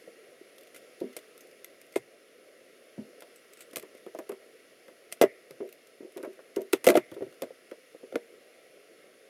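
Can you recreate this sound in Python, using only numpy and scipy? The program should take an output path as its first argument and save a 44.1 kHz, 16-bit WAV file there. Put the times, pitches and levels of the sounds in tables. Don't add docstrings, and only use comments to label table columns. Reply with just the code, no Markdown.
import sys
import numpy as np
from scipy import signal
from scipy.fft import rfft, irfft
from scipy.io import wavfile
from scipy.ndimage import uniform_filter1d

SR = 44100
rng = np.random.default_rng(int(sys.argv[2]) if len(sys.argv) > 2 else 0)


def transcribe(signal):
    frames = np.atleast_2d(signal).T
    limited = np.clip(frames, -1, 1)
    pcm = np.round(limited * 32767).astype(np.int16)
    wavfile.write(sys.argv[1], SR, pcm)


N = 409688


def gain_of(db):
    return 10 ** (np.asarray(db) / 20)


def eq_curve(points, hz):
    point_hz, db = np.transpose(points)
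    return np.interp(np.log(hz + 1), np.log(point_hz + 1), db)


def add(mix, start_s, sound):
    part = mix[round(start_s * SR):][:len(sound)]
    part += sound[:len(part)]


def ring(modes, centre_hz, spread_oct, floor_db, decay_scale, grip, t):
    hz, db, t60 = np.transpose(modes)[:, :, None]
    detune, phase = grip
    db = db + np.maximum(-6 * (np.log2(hz / centre_hz) / max(spread_oct, .05)) ** 2, floor_db)
    cycles = hz * (1 + .012 * detune) * t + .07 * phase
    envelope = gain_of(db - 60 * t / (t60 * np.clip(decay_scale, .1, np.sqrt(3))))
    out = (envelope * np.sin(2 * np.pi * cycles)).sum(0)
    return out / abs(out).max()


def bursts(bands, noise):
    t, hz = np.arange(len(noise)) / SR, np.fft.rfftfreq(len(noise), 1 / SR)
    centre_hz, width, t60 = np.transpose(bands)[:, :, None]
    out = irfft(rfft(noise) * gain_of(-6 * (np.log2(hz / centre_hz + 1e-3) / width) ** 2))
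    attack = 1 - np.exp(-(t * centre_hz) ** 2)
    return out / out.std(1)[:, None] * gain_of(-60 * t / t60) * attack


# (frequency [Hz], level [dB])
ROOM_EQ = [(24, -70), (40, -51), (65, -34), (172, -20.5), (485, 1), (744, -14), (865, -31), (1110, -20),
           (1990, -15.5), (3050, -20), (5310, -24), (7950, -29.5), (10200, -22), (15300, -39), (16500, -40)]
# (centre [Hz], width [Hz], gain [dB])
CASE_EQ = [(476, 14, -1), (637, 39, 2), (1320, 30, 8), (1920, 29, 8.5), (2174, 140, 4.5), (2760, 170, 3.5),
           (3900, 69, -12.5), (5200, 120, 3.5), (8200, 590, -5.5)]
# (time [s], level [dB])
ROOM_FADER = [(0.0, -57), (0.4, -58), (1.0, -56.5), (2.3, -59.5), (3.3, -57.5), (6.0, -59), (7.2, -58),
              (9.29, -59)]


def room_tone():
    frames, hz = N // 256 + 5, np.fft.rfftfreq(1024, 1 / SR)
    real, imag, drift = rng.standard_normal((frames, 513, 3)).T
    drift = uniform_filter1d(uniform_filter1d(drift, size=10, axis=0), size=16, axis=1)
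    depth_db = np.where(hz < 800, 1.6, 0.8)[:, None]
    case_db = sum(db * np.exp(-((hz - centre) / width) ** 2) for centre, width, db in CASE_EQ)
    colour_db = eq_curve(ROOM_EQ, hz) + case_db
    spectra = (real + 1j * imag) * gain_of(colour_db[:, None] + depth_db * drift / drift.std())
    noise = signal.istft(spectra, nperseg=1024, noverlap=768)[1][:N]
    fader_db = np.interp(np.arange(N) / SR, *np.transpose(ROOM_FADER))
    return noise / noise.std() * gain_of(fader_db)


# (frequency [Hz], level [dB], base t60 [s])
HOLLOW_MODES = [(216, 4, 0.15), (254, 1.5, 0.16), (266, -16, 0.34), (361, -0.5, 0.19), (393.7, 2, 0.18),
                (415, -1, 0.13), (462.2, -1, 0.18), (488, -2.5, 0.071), (514.6, 12, 0.081),
                (602.5, 7, 0.16), (656.5, 7.5, 0.15), (792, -10, 0.23), (935, -6, 0.15)]
# (centre [Hz], width [octaves], t60 [s])
KNOCK_BANDS = [(319, 0.31, 0.064), (1000, 0.94, 0.081), (2060, 0.18, 0.6)]
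# (time [s], ring peak [dB], pitch [Hz], decay scale [x], mode spread [octaves],
# scrape against the ring peak [dB])
KNOCK_CUES = [(0.075, -28.5, 464, 0.65, 0.17, -45), (0.411, -39.5, 350, 0.7, 0.22, -37),
              (1.011, -16.5, 350, 1.06, 0.39, -44), (1.026, -35, 445, .89, .24, -38),
              (1.037, -27.5, 256, 1.12, 0.26, -37), (1.165, -29, 555, 0.57, 0.19, -24.5),
              (1.961, -14, 770, 0.24, 0.38, -37), (1.96, -7.5, 385, 0.31, 0.25, -36),
              (2.976, -25.5, 205, 1.05, 0.71, -40), (3.22, -35, 586, 0.37, 0.16, -17.5),
              (3.729, -35, 418, 0.7, 0.64, -20), (3.764, -23.5, 434, 0.64, 0.86, -20.5),
              (3.831, -29.5, 426, 0.57, 0.12, -23.5), (3.948, -36, 517, 0.51, 0.17, -42),
              (4.064, -22, 426, 0.53, 0.21, -29), (4.148, -23.5, 555, 0.49, 0.86, -26.5),
              (4.187, -24.5, 587, 0.95, 1, -19), (4.294, -20.5, 403, 0.93, 0.25, -25),
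              (4.317, -28, 416, 0.58, 1, -20), (4.882, -41.5, 440, 1.6, 0.44, -15),
              (5.123, -38.5, 635, 0.52, 0.16, -31), (5.213, 6, 457, 0.31, 0.25, -33),
              (5.222, -2.5, 615, 0.56, 0.25, -32), (5.236, -5, 402, 0.4, 0.089, -30),
              (5.506, -33, 433, 0.5, 0.2, -23), (5.603, -21, 376, 1.23, 0.27, -29.5),
              (5.627, -28, 436, 1.14, 0.49, -39), (6.005, -31, 373, 0.88, 0.29, -33),
              (6.028, -32.5, 367, 1, .23, -44), (6.046, -39.5, 406, 1.9, 0.33, -38),
              (6.162, -28.5, 350, 0.83, 0.12, -26.5), (6.175, -25.5, 392, 1.1, 0.5, -26),
              (6.2, -34, 400, 0.89, 0.43, -25), (6.232, -24, 433, 1.25, 0.36, -19.5),
              (6.246, -25, 606, 0.69, 0.28, -19.5), (6.272, -28.5, 383, 1.16, 0.12, -36),
              (6.39, -33, 525, .5, 0.19, -21.5), (6.566, -13.5, 374, 1.13, 0.32, -30.5),
              (6.59, -22, 426, 0.8, 1, -43), (6.609, -37, 360, .95, .5, -26),
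              (6.732, -3.5, 410, .37, 0.24, -30), (6.842, -30, 424, 1.5, 0.56, -7.5),
              (6.869, 2, 493, 0.82, 0.34, -50), (6.875, -4.5, 604, 0.32, .49, -30),
              (6.887, -4.5, 324, 0.67, 0.17, -21.5), (6.917, -18, 616, 1, 0.42, -19),
              (6.944, -20, 314, 0.86, 0.42, -36.5), (6.953, 0, 572, 0.53, 0.23, -37),
              (6.963, -10, 520, 0.59, .55, -36), (6.971, -2, 348, 0.31, 0.1, -30.5),
              (7.116, -31.5, 395, 1.5, 0.52, -19), (7.164, -26, 386, 1, 0.33, -26.5),
              (7.207, -24.5, 433, 0.92, 0.45, -33), (7.22, -17.5, 398, 0.56, 0.2, -35),
              (7.264, -31.5, 430, .64, 0.27, -40), (7.42, -20, 502, 0.82, 0.27, -25),
              (7.433, -18, 487, 0.55, 0.32, -34.5), (7.464, -37, 487, 0.62, 0.28, -25),
              (7.505, -28.5, 494, 0.42, .11, -38), (7.716, -26.5, 496, 0.64, 0.27, -25),
              (7.947, -27.5, 497, .3, 0.2, -41), (8.031, -29, 444, 0.85, 0.25, -34),
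              (8.124, -26, 520, 0.72, 0.22, -34), (8.143, -25.5, 458, 1.6, 0.13, -31),
              (8.155, -9.5, 464, 0.4, 0.07, -36)]


def case_knocks():
    out, t = np.zeros(N), np.arange(12000) / SR
    afterglow_db = -56
    low_cut = signal.butter(4, 170, "high", fs=SR, output="sos")
    grips = rng.standard_normal((len(KNOCK_CUES), 2, len(HOLLOW_MODES), 1))
    noises = rng.standard_normal((len(KNOCK_CUES), len(t)))
    for cue, grip, noise in zip(KNOCK_CUES, grips, noises):
        start_s, db, pitch_hz, decay_scale, spread_oct, scrape_db = cue
        attack = 1 - np.exp(-(t * pitch_hz) ** 2)
        body = ring(HOLLOW_MODES, pitch_hz, spread_oct, floor_db=-20.5,
                    decay_scale=decay_scale, grip=grip, t=t)
        body = signal.sosfilt(low_cut, attack * body)
        thud_db = -11.5 + 5.5 * np.log2(max(decay_scale, .1)) - 0.14 * (db + 19.5)
        texture = gain_of([thud_db, scrape_db, afterglow_db]) @ bursts(KNOCK_BANDS, noise)
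        add(out, start_s, gain_of(db) * (body + texture))
    return out


# (frequency [Hz], level [dB], base t60 [s])
WALL_MODES = [(935, -12, 0.071), (1065, -36.5, 0.078), (1460, 0, 0.064), (1394, 25.5, 0.017),
              (1650, 22, 0.018), (2049, 24.5, 0.03), (2020, -17, 0.02), (2130, -4, 0.02),
              (2060, -11, 0.027), (2505, -60, 0.02), (2770, -7, 0.13), (3000, -27, 0.059)]
# (frequency [Hz], level [dB])
SEAM_EQ = [(1470, -13), (2500, 6.5), (3240, 0.5), (3510, 3), (3860, -0.5), (7670, 1), (12500, 5),
           (15200, -1.5), (16500, -41)]
# (time [s], crack peak [dB], bright spot [Hz], crack t60 [s],
# clack against the crack [dB], clack pitch [Hz])
TICK_CUES = [(0.5823, -44, 3370, .027, -11, 2670), (0.6094, -48, 12900, .022, -6, 1920),
             (0.633, -48, 3370, .022, -14, 2670), (0.672, -49, 3500, 0.04, -4, 1920),
             (0.7459, -42, 9700, .065, 1, 2150), (0.7605, -40.5, 10600, 0.092, 0, 1150),
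             (1.0023, -46, 4120, 0.045, -6, 2120), (1.1286, -51, 3720, 0.046, -1, 2140),
             (1.1657, -29, 9600, 0.038, -7.5, 2720), (1.1888, -43.5, 3530, .026, -1, 1870),
             (1.378, -43.5, 13200, 0.016, -9, 1330), (1.4074, -44.5, 6240, .053, -25, 1850),
             (1.5128, -50, 5160, .025, -9, 2790), (1.6451, -31, 12000, .012, -5, 2070),
             (1.8148, -43, 9300, 0.019, -12, 1940), (1.924, -46.5, 5140, .027, -8, 2120),
             (1.9584, -30.5, 8550, 0.063, 4, 2100), (3.2055, -42, 9840, .025, -10, 2700),
             (3.222, -41, 3100, .027, -0.5, 1300), (3.3594, -46.5, 8200, .043, -13, 2780),
             (3.5345, -43, 8300, .022, -9, 2820), (3.5723, -46, 8150, .032, -6, 2790),
             (3.5914, -47, 7860, .028, -2, 2800), (3.6064, -40.5, 8300, 0.057, -5, 2750),
             (3.6214, -44, 7850, 0.037, -4, 2790), (3.711, -49, 3590, .022, -15, 2280),
             (3.7329, -42.5, 9170, 0.031, -9, 1350), (3.7591, -24, 13200, .021, -9, 2040),
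             (3.7693, -25, 8500, 0.021, -17, 2710), (3.782, -35, 9770, .031, -8, 2800),
             (3.7967, -37.5, 9990, .022, -5, 2780), (3.8258, -42.5, 10900, .022, -4, 2150),
             (3.95, -49, 9000, .022, -7, 2110), (3.9797, -50, 9000, .022, -1, 2080),
             (4.064, -50, 3030, 0.02, -7, 1060), (4.1485, -48, 6000, .022, -15, 1000),
             (4.188, -40, 6000, 0.03, -26, 1510), (4.2928, -36, 10800, 0.023, -11, 1520),
             (4.3187, -43, 3130, .027, -15, 940), (4.8812, -49, 3400, .024, 4, 2110),
             (5.1174, -44, 9250, 0.04, 0, 2100), (5.1245, -23.5, 9300, .026, -9.5, 2090),
             (5.214, -13, 3520, 0.032, -2.5, 1560), (5.2204, -18.5, 5630, 0.027, -27, 1000),
             (5.2264, -26, 2970, 0.027, 8, 2120), (5.2374, -24, 2960, 0.024, 6, 910),
             (5.5092, -37.5, 4900, .0073, -4, 2250), (5.69, -46.5, 11600, 0.035, -2, 1150),
             (5.7265, -40, 13100, 0.015, -17, 2030), (5.871, -48, 3520, 0.021, -17, 2700),
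             (6.172, -36.5, 9960, 0.011, -11, 2750), (6.1776, -43, 3570, 0.021, 2, 1280),
             (6.229, -39.5, 9700, .034, -4, 1380), (6.248, -48, 3420, .036, -8, 1050),
             (6.562, -32.5, 6350, 0.022, -5.5, 2250), (6.6172, -38.5, 12900, .019, -19, 2080),
             (6.7278, -28, 9720, 0.059, -23, 1900), (6.7323, -14.5, 3430, 0.018, 0.5, 1390),
             (6.8428, -23, 9500, .039, -11, 1960), (6.8484, -29, 4000, 0.022, -17, 2080),
             (6.8557, -28, 9840, 0.0244, -6, 2070), (6.867, -15, 13000, 0.024, -1, 2120),
             (6.8734, -17, 3060, .018, 5.5, 1430), (6.8763, -16, 5750, 0.018, -3, 902),
             (6.8878, -11.5, 4060, 0.01, 1.5, 2090), (6.8948, -22, 4270, 0.027, -12, 1904),
             (6.9021, -15.5, 10600, 0.016, 1.5, 2620), (6.9425, -36, 3280, .038, 0, 910),
             (6.9544, -25, 3440, .033, 6, 910), (6.9674, -27, 10600, 0.027, -5, 895),
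             (6.9731, -22.5, 2770, 0.021, 8, 1400), (7.1157, -44, 3250, .022, -17, 2900),
             (7.141, -47.5, 3280, 0.042, 0, 1230), (7.224, -49, 3000, .028, -6, 1000),
             (7.421, -27, 4600, .011, -9, 930), (7.4332, -43, 4150, .025, 4, 1310),
             (7.7137, -44, 3060, .014, 7.5, 1280), (8.1244, -49, 3280, 0.022, 7, 1290),
             (8.1566, -26.5, 3800, 0.018, 5, 1390)]


def seam_ticks():
    out, t = np.zeros(N), np.arange(4096) / SR
    hz = np.fft.rfftfreq(len(t), 1 / SR)
    squeak_hz, squeak_width_hz, squeak_t60 = 8000, 150, .14
    squeak_band = 20 / (1 + ((hz - squeak_hz) / squeak_width_hz) ** 2)
    rattle = gain_of(-23.5 - 60 * (t / 0.071) ** 2)
    cues = np.r_[TICK_CUES, faint_tick_cues()]
    noises = rng.standard_normal((len(cues), len(t)))
    grips = rng.standard_normal((len(cues), 2, len(WALL_MODES), 1))
    for (start_s, db, bright_hz, t60, clack_db, clack_hz), noise, grip in zip(cues, noises, grips):
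        tilt_db_per_oct = -2 - 0.3 * np.log2(bright_hz / 6000) - 0.21 * (clack_db + 7)
        colour_db = eq_curve(SEAM_EQ, hz) + tilt_db_per_oct * np.log2(hz / 6000 + 0.18)
        spectrum = rfft(noise) * gain_of(colour_db)
        bright_boost = 1 + 1.3 / (1 + ((hz - bright_hz) / 500) ** 2)
        decay = gain_of(-60 * t / max(t60, .004))
        crack = irfft(spectrum * bright_boost) * (decay + rattle)
        if abs(bright_hz - squeak_hz) < 2 * squeak_width_hz:
            crack += irfft(spectrum * squeak_band) * gain_of(-20 - 60 * t / squeak_t60)
        clack = ring(WALL_MODES, clack_hz, spread_oct=0.24, floor_db=-7,
                     decay_scale=0.37 + t60 / 0.034, grip=grip, t=t)
        clack *= 1 - np.exp(-t / 0.0004)
        add(out, start_s, gain_of(db) * (crack / abs(crack).max() + gain_of(clack_db) * clack))
    return out


def faint_tick_cues(count=16, level_db=-53, scatter_s=.12):
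    parents = np.array(TICK_CUES)[rng.integers(0, len(TICK_CUES), count)]
    offset, strength = rng.standard_normal((count, 2)).T
    return np.c_[abs(parents[:, 0] + scatter_s * offset), level_db + 1.5 * strength, parents[:, 2:]]


# (time [s], level [dB])
SWAY_CUES = [(1.011, -66), (1.961, -48), (2.976, -46), (3.764, -56), (4.187, -69), (5.212, -54),
             (5.221, -46), (5.505, -60), (6.272, -72), (6.568, -63), (6.732, -56), (6.842, -59),
             (6.886, -50), (6.963, -46), (7.116, -52), (7.207, -52), (7.22, -53), (7.266, -58),
             (7.421, -62)]


def case_sways(centre_hz=133, width_oct=0.4, t60=0.16):
    out = np.zeros(N)
    for (start_s, db), noise in zip(SWAY_CUES, rng.standard_normal((len(SWAY_CUES), 12000))):
        add(out, start_s, gain_of(db) * bursts([(centre_hz, width_oct, t60)], noise)[0])
    return out


def reverb(sound, t60=.5, attack_s=0.0026):
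    t = np.arange(SR // 2) / SR
    colour = gain_of(eq_curve(ROOM_EQ, np.fft.rfftfreq(len(t), 1 / SR)))
    wash = irfft(rfft(rng.standard_normal(len(t))) * colour)
    tail = wash * gain_of(-60 * t / t60) * (1 - np.exp(-t / attack_s))
    return signal.oaconvolve(sound, tail / np.linalg.norm(tail))[:N]


def scene():
    handling = case_knocks() + case_sways() + seam_ticks()
    return (handling + gain_of(-47) * reverb(handling) + room_tone())[None]


def record(dry):
    thin = signal.sosfilt(signal.butter(2, 80, "high", fs=SR, output="sos"), dry)
    saturated = np.tanh(thin / 0.87) - 0.17 * thin ** 4
    high_cut = signal.firwin(511, 16500, window=("kaiser", 9), fs=SR)
    return signal.oaconvolve(saturated, high_cut[None], "same")


dry = scene()
out = record(dry)
transcribe(out)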